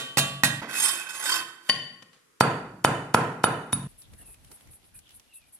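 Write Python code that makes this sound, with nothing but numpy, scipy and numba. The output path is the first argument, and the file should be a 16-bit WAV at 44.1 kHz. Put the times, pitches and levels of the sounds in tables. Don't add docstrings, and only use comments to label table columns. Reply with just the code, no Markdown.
import sys
import numpy as np
from scipy import signal
from scipy.fft import rfft, irfft
from scipy.io import wavfile
from scipy.ndimage import uniform_filter1d
from numba import njit

SR = 44100
rng = np.random.default_rng(int(sys.argv[2]) if len(sys.argv) > 2 else 0)


def store_pcm(level_fs):
    pcm = np.round(np.clip(level_fs, -1, 1) * 32767).astype(np.int16)
    wavfile.write(sys.argv[1], SR, np.atleast_2d(pcm).T)


N = 246588
T = np.arange(N) / SR
LEAD = SR // 5
TOP_HZ = 16300
CUTS_S = (.611, 3.872)

# pitch in Hz, relative strength in dB per Hz.
YARD_FLOOR = [(88, -21), (150, -9), (235, -1), (398, -7.5), (716, -7.5), (1170, -10.5), (2400, -11.5),
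              (7180, -17), (10600, -10.5), (12400, -12), (16000, -51)]
YARD_DB, YARD_FADE_DB_PER_S = -60, 2.5
# time in seconds, rumble in dB.
BREEZE = [(3.88, -63), (4.08, -57.5), (4.3, -60), (4.5, -59), (4.6, -71), (4.66, -59), (4.95, -65.5),
          (5.25, -70), (5.59, -77)]
# middle in seconds, rumble in dB, flutter against that rumble in dB.
PUFFS = [(4.141, -51, -9.5), (4.218, -67, 4), (4.3, -59, -7), (4.525, -67, 6), (4.688, -62.5, -28),
         (5.16, -65, -22.5)]
PUFF_S, BREEZE_FLUTTER_DB = 0.0199, -16
# start in seconds, end in seconds, start pitch in Hz, end pitch in Hz, level in dB.
BIRD = [(4.19, 4.4, 2800, 2324, -69), (4.94, 5.003, 2496, 2418, -66), (5.265, 5.504, 2862, 2350, -67.5)]
# start in seconds, time until it fades in seconds, level in dB.
CHIRPS = [(3.875, 0.04, -60.5), (3.975, 0.0453, -52), (4.11, 0.066, -66), (4.177, 0.047, -52),
          (4.25, 0.084, -52), (4.426, 0.08, -65.5), (4.508, 0.055, -53), (4.595, 0.029, -63.5),
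          (4.704, 0.0568, -53), (4.833, 0.0505, -64), (4.939, 0.045, -50.5), (5.102, 0.053, -64),
          (5.14, 0.027, -51), (5.332, 0.0463, -50.5), (5.464, 0.028, -65), (5.522, 0.033, -50)]
CHIRP_ATTACK_S, CHIRP_RELEASE_S, CHIRP_PULSE_HZ, CHIRP_PULSE_DB = 0.0137, 0.0129, 400, 1
# middle in seconds, half length in seconds, pitch in Hz, level in dB.
RUBS = [(4.045, 0.0215, 3610, -61.5), (4.14, 0.017, 2100, -65.5), (4.204, 0.028, 1750, -63),
        (4.41, .02, 3580, -72.5), (4.624, 0.013, 2110, -68), (4.689, 0.018, 2110, -67),
        (4.955, 0.027, 1600, -69), (5.078, 0.07, 3200, -64), (5.349, 0.025, 3695, -66)]
RUSTLE_HZ, RUSTLE_WIDTH_HZ, RUSTLE_DB, RUSTLE_PATCHY_DB = 3220, 2000, -70, 4
# time in seconds, relative level in dB, pitch in Hz.
CLICKS = [(4.019, -28.5, 5400), (4.135, -27, 2140), (4.343, -30, 2610), (4.446, -27.5, 2640),
          (4.515, -20.5, 1170), (4.609, -31, 2570), (4.6728, -32, 2050), (4.7331, -32.5, 2440),
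          (4.99, -28, 7500), (5.0905, -29.5, 2600), (5.106, -29, 3270), (5.1968, -26, 3035)]

# pitch in Hz, relative strength in dB per Hz.
PORCH_FLOOR = [(15, -62), (25, -18.5), (200, -15), (293, -9), (503, -8), (659, -27.5), (1130, -9.5),
               (3820, -20), (11600, -19), (16000, -35.5)]
PORCH_DB = -63.5
# band in Hz, time to fade by 60 dB in seconds, relative level in dB,
# left-right likeness from 0 to 1.
PORCH = [(132.3, .9, 4, 0.99), (272.3, 0.82, -1, 1), (525.4, 0.6535, -0.5, 0.8), (970, 0.64, -5, 0.6),
         (1700, 0.65, -3.5, 0.3), (2852, 0.6, -6.5, .3), (4030, 0.57, -5.5, 0.3), (6100, .5, -11, .3),
         (8740, 0.54, -6.5, 0), (11800, 0.449, -9.5, 0.3)]
# pitch in Hz, relative level in dB, time to fade by 60 dB in seconds.
BOOM = [(59, -15, 1), (111.6, -13, 0.75), (138.64, -3, 1), (183.4, -10, 1), (228.9, -3, 0.45),
        (263, -4, 0.18), (295, -15.5, 1)]
# middle in Hz, width in Hz.
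LEFT_DIPS = [(2450, 890), (8500, 6700)]
SCATTER_MS, SCATTER_DB, SCATTER_HZ = 1.8, -0.5, 2200

# start in seconds, relative level in dB, thump in dB, second rattle's
# fade in ms, its extra level in dB, its delay in ms, coil treble in dB per octave, favoured mode in Hz, its boost in dB.
TAPS = [(-0.09, -6.5, -22.5, 40.4, 0, 8.3, 2.5, 3082, 3.5), (0.171, -8, -2, 15, 5.5, 10.3, 2, 2739, 5.5),
        (0.435, -5.5, -2, 20, 0, 8.5, 3.2, 1632, 9)]
FIRST_RATTLE_MS = 8
# pitch in Hz, relative level in dB, time to fade by 60 dB in seconds.
COIL = [(668, -9, .8), (1143, -9, .7), (1632, -8, .6), (1836, -13, .4), (2440, 1, .25), (2711, -9, .25),
        (2739, -5, .55), (3082, -3, .8), (3499, -12, .45), (3700, -4, .22), (4208, -15, .3),
        (4890, -12, .1), (5390, -15, .15), (6130, -16, .3), (6500, -12, .2), (6812, -5, .2),
        (6970, -14, .15), (7445, -5, .2), (8247, -9, .2), (8438, -8, .2), (8885, -7, .15), (9770, -14, .15),
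        (10330, -5, .15), (10700, -11, .15), (11150, -12, .15), (11650, -14, .12)]
# pitch in Hz, relative level in dB, time to fade by 60 dB in seconds.
DOWEL = [(682, -17, 0.037), (836, -4.5, 0.059), (1120, 1.5, 0.018), (1413, 3.5, 0.042),
         (1520.7, 1.5, 0.085), (1878, 3, 0.039), (2550, 7, 0.06)]
# time in seconds, noise in dB, low boom in dB.
THUD_TAIL = (.616, 7.2, -34)
# time in seconds, level in dB, treble in dB, resonances in dB.
SCRAPING = [(0.612, -43, -17, -11.5), (0.628, -35.5, -15.5, -10), (0.67, -38, -26.5, -12.5),
            (0.69, -35, -9, -9.5), (0.784, -33, 5.5, -2), (0.822, -31.5, 6, -0.5), (0.876, -33.5, 5, 2.5),
            (0.896, -32, 5.5, 0), (1.01, -40, -2, 1), (1.066, -43, -11, -0.5), (1.084, -44, -8.5, -0.5),
            (1.092, -40.5, 1.5, -1.5), (1.126, -46.5, 1.5, -1.5), (1.146, -37.5, -1.5, -2),
            (1.185, -38.5, -1.5, -3), (1.212, -34, -0.5, -2.5), (1.292, -30, 2.5, 0), (1.366, -32, 2.5, -1),
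            (1.424, -37, -9, -1.5), (1.454, -48, -10, -1), (1.598, -60, -17.5, -1.5),
            (1.634, -58.5, -1, -2.5), (1.68, -51, -2, -1.5)]
# pitch in Hz, relative strength in dB per Hz.
SCRAPE_HISS = [(88, -19.5), (150, -21.5), (716, -12.5), (1020, -11), (1360, -9), (1500, -6.5), (1940, -2.5),
               (2600, -9.5), (4240, -14.5), (10400, -13), (14500, -12.5), (16000, -26.5)]
# pitch in Hz, width in Hz, level in dB on the dowel, level in dB on the brick.
SCRAPE_RING = [(228, 34, -27.5, -22), (340, 11, -18.5, -14), (867, 16, -14, -20.5), (1025, 41, -23, -3.5),
               (1101, 50, -4, -7), (1270, 37, -20, -5.5), (1513.5, 61, 2, -0.5), (2568.4, 16, 2.5, -12.5),
               (2620, 48, -19.5, -7.5), (3107, 59, -9.5, -4), (3647, 30, -11, -8), (4562, 19, -25, -9),
               (5080, 33, -15, -18), (5276, 27, -9.5, -10), (6570, 55, -12, -17), (7184, 43, -7.5, -8.5),
               (7400, 32, -11, -6), (7913, 26, -5.5, -11.5), (8536, 38, -4, -9.5), (8530, 45, -9, -14),
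               (9370, 60, -11.5, -6), (10144, 53, -2.5, -14), (10670, 98, -1.5, -7), (11430, 44, -8.5, -9)]
ONTO_BRICK_S, SCRAPE_FLICKER_DB = 1.26, 2.8
SCRAPE_ECHO_DB, SCRAPE_WIDE_DB = -2.5, -3
# start in seconds, handle ring in dB,
# head ring in dB, noise in dB, noise's fade in ms, handle treble in dB per octave.
PICK_UP = [(1.691, -27, -29, 0.5, 6, 5.5), (1.696, -8.5, -29.5, 8, 6, 0.05),
           (2.023, -41, -65.5, -17.5, 5, -3), (2.13, -59.5, -68, -23, 40, 3.5)]
# landing in seconds, thud in dB, coil crunch in dB, handle ring in dB,
# head ring in dB, handle treble in dB per octave, floor boom in dB, head ping in dB, head treble in dB per octave,
# favoured handle mode in Hz, its boost in dB.
BLOWS = [(2.409, 5.5, 12.5, -22.5, -25.5, 1, -22.5, -24.5, -40, 4592, 13.5),
         (2.848, 4, 13.5, -15.5, -26.5, -6.5, -23, -25.5, -50, 3017, 3),
         (3.146, 4.5, 13, -31, -29, -0.5, -24.5, -47.5, 29.5, 3017, 2),
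         (3.441, 2.5, 10, -19.5, -20.5, -4, -29, -26.5, 70, 3017, 4),
         (3.7298, -14.5, 7.5, -36, -16.5, 10, -21.5, -23, 50, 2992, 5)]
CRUNCH_S = 0.0077
# pitch in Hz, relative level in dB, time to fade by 60 dB in seconds.
BRICK = [(311.9, -18, 0.017), (500, -12.5, 0.03), (801.5, -6.5, 0.019), (990, 9, 0.01075), (1334, 8, 0.012),
         (1646, -6, 0.015), (1928, -12.5, 0.016), (2410, -9.5, 0.01)]
# pitch in Hz, relative level in dB, time to fade by 60 dB in seconds.
HANDLE = [(270, -16, .04), (511, -19, .05), (1082, -7, .08), (1870, -8, .06), (1955, -8, .05),
          (3017, 3, .06), (3240, -14, .05), (4592, -8, .1), (4910, -20, .07)]
# pitch in Hz, relative level in dB, time to fade by 60 dB in seconds.
HEAD = [(8300, -14, .1), (8815, -9, .1), (9463, -9, .11), (9891, 0, .12), (10080, -9, .06),
        (11400, -30, .04)]
# pitch in Hz, relative level in dB, time to fade by 60 dB in seconds.
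PING = [(3715, 0, .05)]
HEAD_ECHO_DB = -5
BEAT_SPREAD_HZ, BEAT_DEPTH = 22, .6
FAVOUR_OCTAVES = .04


def undb(db):
    return 10 ** (np.asarray(db, float) / 20)


def unit(x):
    return x / np.sqrt(np.mean(x ** 2))


def curve(rows):
    s, *columns = np.transpose(rows)
    return [np.interp(T, s, c) for c in columns]


def band(x, hz, width, order=1):
    edges = np.clip([hz - width / 2, hz + width / 2], 10, SR * .49)
    return signal.sosfilt(signal.butter(order, edges, "band", fs=SR, output="sos"), x)


def walk(rate):
    k = int(SR / rate)
    steps = np.repeat(rng.standard_normal(N // k + 1), k)
    smooth = uniform_filter1d(uniform_filter1d(steps, k), k)
    return unit(smooth[:N])


def coloured(points, shape):
    log_hz = np.log(np.fft.rfftfreq(N, 1 / SR) + 1)
    hz, db = np.transpose(points)
    spectrum = rfft(rng.standard_normal(shape)) * undb(np.interp(log_hz, np.log(hz), db))
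    return unit(irfft(spectrum, N))


def ring(modes, tilt_db=0, scatter_db=2, favour_hz=3000, favour_db=0, beat=BEAT_DEPTH):
    hz, db, t60 = np.transpose(modes)[:, :, None]
    level_chance, pitch_chance, beat_chance = rng.standard_normal((3, len(modes), 1))
    t = np.arange(SR * 3 // 4) / SR
    spot_db = favour_db * np.exp(-(np.log2(hz / favour_hz) / FAVOUR_OCTAVES) ** 2)
    gain = undb(db + scatter_db * level_chance + tilt_db * np.log2(hz / 3000) + spot_db)
    fade = np.exp(-np.log(1000) * t / np.minimum(t60, 1))
    sines = np.sin(2 * np.pi * hz * (1 + 0.00044 * pitch_chance) * t) * fade
    sines = sines * (1 + beat * np.sin(2 * np.pi * BEAT_SPREAD_HZ * beat_chance * t))
    return (gain * sines).sum(0) / np.sqrt((gain ** 2).sum())


def burst(ms):
    t = np.arange(SR // 10) / SR
    x = rng.standard_normal(len(t)) * rng.exponential(size=len(t)) * np.exp(-t * 1000 / ms)
    return x / np.sqrt((x ** 2).sum())


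def add(track, s, x):
    i = LEAD + int(s * SR)
    track[i:i + len(x)] += x[:len(track) - i]


def ports(x, delay_samples, shade_db):
    body = signal.sosfilt(signal.butter(1, SCATTER_HZ, fs=SR, output="sos"), x)
    treble = band(x, 4 * SCATTER_HZ, 6 * SCATTER_HZ, order=3)
    side = undb(SCATTER_DB) * signal.fftconvolve(treble, burst(SCATTER_MS))[:len(x)]
    left = np.roll(body, shift=delay_samples) + x - body + side
    shaded = sum(band(left, hz, width) for hz, width in LEFT_DIPS)
    return np.array([left - (1 - undb(shade_db)) * shaded, x - side])


def yard_air():
    swell_db = 2.2 * walk(5.3)
    level_db = YARD_DB - YARD_FADE_DB_PER_S * (T - CUTS_S[1]) + swell_db
    return undb(level_db) * coloured(YARD_FLOOR, (2, N))


def wind():
    s, db, flutter_db = np.transpose(PUFFS)[:, :, None]
    puffs = undb(db) * np.exp(-((T - s) / PUFF_S) ** 2)
    breeze = undb(curve(BREEZE)[0] + 4.1 * walk(15))
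    flutter = (puffs * undb(flutter_db)).sum(0) + breeze * undb(BREEZE_FLUTTER_DB)
    gust = rng.standard_normal((2, N)) + 0.785 * rng.standard_normal(N)
    rumble = (puffs.sum(0) + breeze) * unit(band(gust, 81, 96, order=2))
    return rumble + flutter * undb(5.26 * walk(25)) * unit(band(gust, 200, 154))


def far_bird():
    bird = 0
    for s0, s1, hz0, hz1, db in BIRD:
        u = np.clip((T - s0) / (s1 - s0), 0, 1)
        hz = (hz0 + (hz1 - hz0) * u) * (1 + 0.03 * walk(300) + .012 * walk(25))
        patchy_db = 3.2 * walk(35) + 4 * walk(300)
        swell = np.sin(np.pi * u) ** 0.409
        bird = bird + undb(db + patchy_db) * swell * np.sin(2 * np.pi * np.cumsum(hz) / SR)
    return bird


def insect():
    s, length, db = np.transpose(CHIRPS)[:, :, None]
    rise = np.clip((T - s) / CHIRP_ATTACK_S, 0, 1)
    shape = rise * np.exp(-np.clip(T - s - length, 0, None) / CHIRP_RELEASE_S)
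    pulses = np.sin(2 * np.pi * np.cumsum(CHIRP_PULSE_HZ * (1 + 0.0573 * walk(40))) / SR)
    throb = undb(0.83 * walk(140) + CHIRP_PULSE_DB * pulses)
    buzz = band(band(rng.standard_normal(N), 9274, 2700, order=2), 12100, 1710)
    buzz = (buzz + 0.94 * band(buzz, 10600, 700)) * throb
    return unit(buzz) * (undb(db) * shape).sum(0)


def rustle():
    grit = rng.standard_normal((2, N)) * undb(RUSTLE_PATCHY_DB * walk(20) + 3.13 * walk(360))
    fine = rng.standard_normal((2, N)) * undb(2.7 * walk(200))
    rubs = 0
    for s, length, hz, db in RUBS:
        swell = np.exp(-((T - s) / length) ** 2)
        rubs = rubs + undb(db) * swell * unit(band(fine, hz, hz * 0.24, order=2))
    return undb(RUSTLE_DB) * unit(band(grit, RUSTLE_HZ, RUSTLE_WIDTH_HZ)) + rubs


def wire_clicks():
    near = np.zeros(LEAD + N)
    for s, db, hz in CLICKS:
        tick = burst(4.5)
        add(near, s, undb(db) * (band(tick, hz, hz * 0.45) + 0.6 * tick))
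    return near[LEAD:]


def yard():
    near = ports(insect() + wire_clicks(), delay_samples=1, shade_db=0.0)
    return near + far_bird() + rustle() + wind() + yard_air()


def porch_air():
    return undb(PORCH_DB + walk(0.6)) * coloured(PORCH_FLOOR, (2, N))


def porch(near, boom, wet_db, rise_ms):
    t, echo = np.arange(SR) / SR, 0
    for hz, t60, db, like in PORCH:
        mid, side = band(rng.standard_normal((2, SR)), hz, hz * 0.54, order=2)
        like = np.clip(like, 0, 1)
        pair = np.sqrt(1 + like) * mid + np.sqrt(1 - like) * side * np.array([[1], [-1]])
        echo = echo + undb(db) * pair * np.exp(-np.log(1000) * t / t60)
    near = signal.sosfilt(signal.butter(3, 130, "high", fs=SR, output="sos"), near)
    echo = echo * (1 - np.exp(-t * 1000 / rise_ms)) / np.sqrt(SR)
    wet = signal.fftconvolve(near, echo, axes=1)[:, :len(boom)]
    return (near + boom + undb(wet_db) * wet)[:, LEAD:]


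def push(x):
    shape = np.hanning(int(0.0032 * SR))
    soft = np.convolve(x, shape / shape.sum())
    return signal.sosfilt(signal.butter(3, 85, "high", fs=SR, output="sos"), soft)


def taps():
    near, boom = np.zeros((2, LEAD + N))
    for s, db, thump_db, ms, again_db, again_ms, tilt_db, favour_hz, favour_db in TAPS:
        again_s = s + again_ms / 1000
        add(near, s, undb(db + 17.0) * band(burst(FIRST_RATTLE_MS), 5170, 9280))
        add(near, again_s, undb(db + again_db + 17.0) * band(burst(ms), 5170, 9280))
        add(near, again_s, undb(db + again_db - 13) * ring(COIL, tilt_db, 1, favour_hz, favour_db, beat=.25))
        add(near, s, undb(db - 2.5) * signal.fftconvolve(burst(2.2), ring(DOWEL)))
        add(boom, s, undb(db + thump_db - 14.5) * push(ring(BOOM)))
    return porch(ports(near, delay_samples=3, shade_db=-6.0), boom, wet_db=8.02, rise_ms=2.1)


def scrape():
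    db, treble_db, ring_db = curve(SCRAPING)
    gain = undb(db) * (T > CUTS_S[0]) * (T < PICK_UP[0][0])
    grit = undb(.7 * walk(70) + 2.5 * walk(500))
    sound = coloured(SCRAPE_HISS, N) * grit
    sizzle = unit(band(coloured(SCRAPE_HISS, N) * grit, 9280, 12000, order=2))
    brick = np.clip((T - ONTO_BRICK_S) / .05 + .5, 0, 1)
    for hz, width, wood_db, brick_db in SCRAPE_RING:
        drive = rng.standard_normal(N) * grit * undb(SCRAPE_FLICKER_DB * walk(19.0))
        level_db = wood_db + (brick_db - wood_db) * brick + ring_db
        sound = sound + undb(level_db) * unit(band(drive, hz, width))
    low = unit(band(sound, 1500, 3000, order=2))
    high = unit(band(sound, 9280, 12000, order=2))
    return gain * (low - undb(treble_db) * high), gain * undb(treble_db + SCRAPE_WIDE_DB) * sizzle


def crunch():
    t = np.arange(SR // 10) / SR
    closing = np.clip(0.16 + t / CRUNCH_S, 0, 1) ** 3.03
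    return band(burst(5.5) * closing, 6300, 11000, order=2)


def hammering():
    drag, wide, lift, near, head, boom = np.zeros((6, LEAD + N))
    drag[LEAD:], wide[LEAD:] = scrape()
    tail_s, tail_db, tail_boom_db = THUD_TAIL
    add(drag, tail_s, undb(tail_db) * band(burst(43), 1150, 1700, order=2))
    add(boom, tail_s, undb(tail_boom_db) * push(ring(BOOM, tilt_db=15.0)))
    for s, handle_db, head_db, noise_db, ms, tilt_db in PICK_UP:
        add(lift, s, undb(handle_db) * ring(HANDLE, tilt_db, scatter_db=-1.5))
        add(lift, s, undb(head_db) * ring(HEAD, scatter_db=1, favour_hz=10000, favour_db=9.5))
        add(lift, s, undb(noise_db) * band(burst(ms), 2600, 4600, order=2))
    for (s, db, crunch_db, handle_db, head_db, tilt_db, boom_db, ping_db,
         head_tilt_db, favour_hz, favour_db) in BLOWS:
        add(near, s - CRUNCH_S, undb(crunch_db) * crunch())
        add(near, s, -undb(db) * ring(BRICK, scatter_db=1.5))
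        add(near, s, undb(handle_db) * ring(HANDLE, tilt_db, 1, favour_hz, favour_db))
        add(head, s, undb(head_db) * ring(HEAD, head_tilt_db) + undb(ping_db) * ring(PING))
        add(boom, s, undb(boom_db) * push(ring(BOOM)))
    drag = ports(drag, delay_samples=4, shade_db=-11.5) + wide * np.array([[.6], [-.6]])
    lift = ports(lift, delay_samples=0, shade_db=-2.0)
    near = ports(near, delay_samples=1, shade_db=-2.5)
    head = ports(head, delay_samples=1, shade_db=-0.5)
    drag_share, head_share = undb(SCRAPE_ECHO_DB), undb(HEAD_ECHO_DB)
    echoed = porch(drag_share * drag + lift + near + head_share * head, boom, wet_db=9.43, rise_ms=16.0)
    direct_only = (1 - head_share) * head + (1 - drag_share) * drag
    return echoed + direct_only[:, LEAD:]


def scene():
    first, second = (np.clip((T - s) / 0.0018, 0, 1) for s in CUTS_S)
    return (1 - first) * taps() + (1 - second) * (first * hammering() + porch_air()) + second * yard()


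@njit
def follow(x, attack, release):
    e, y = 0., np.empty(len(x))
    for i in range(len(x)):
        e += (x[i] - e) * (attack if x[i] > e else release)
        y[i] = e
    return y


def record(dry):
    dull = signal.sosfilt(signal.butter(2, 12500, fs=SR, output="sos"), dry)
    loud = follow(np.abs(dull).max(0), 1 / (.004 * SR), 1 / (.04 * SR))
    ducked = dull * np.minimum(1, undb(-4) / (loud + 1e-9)) ** .3
    return signal.sosfilt(signal.ellip(8, .2, 70, TOP_HZ, fs=SR, output="sos"), np.tanh(ducked))


dry = scene()
out = record(dry)
store_pcm(out)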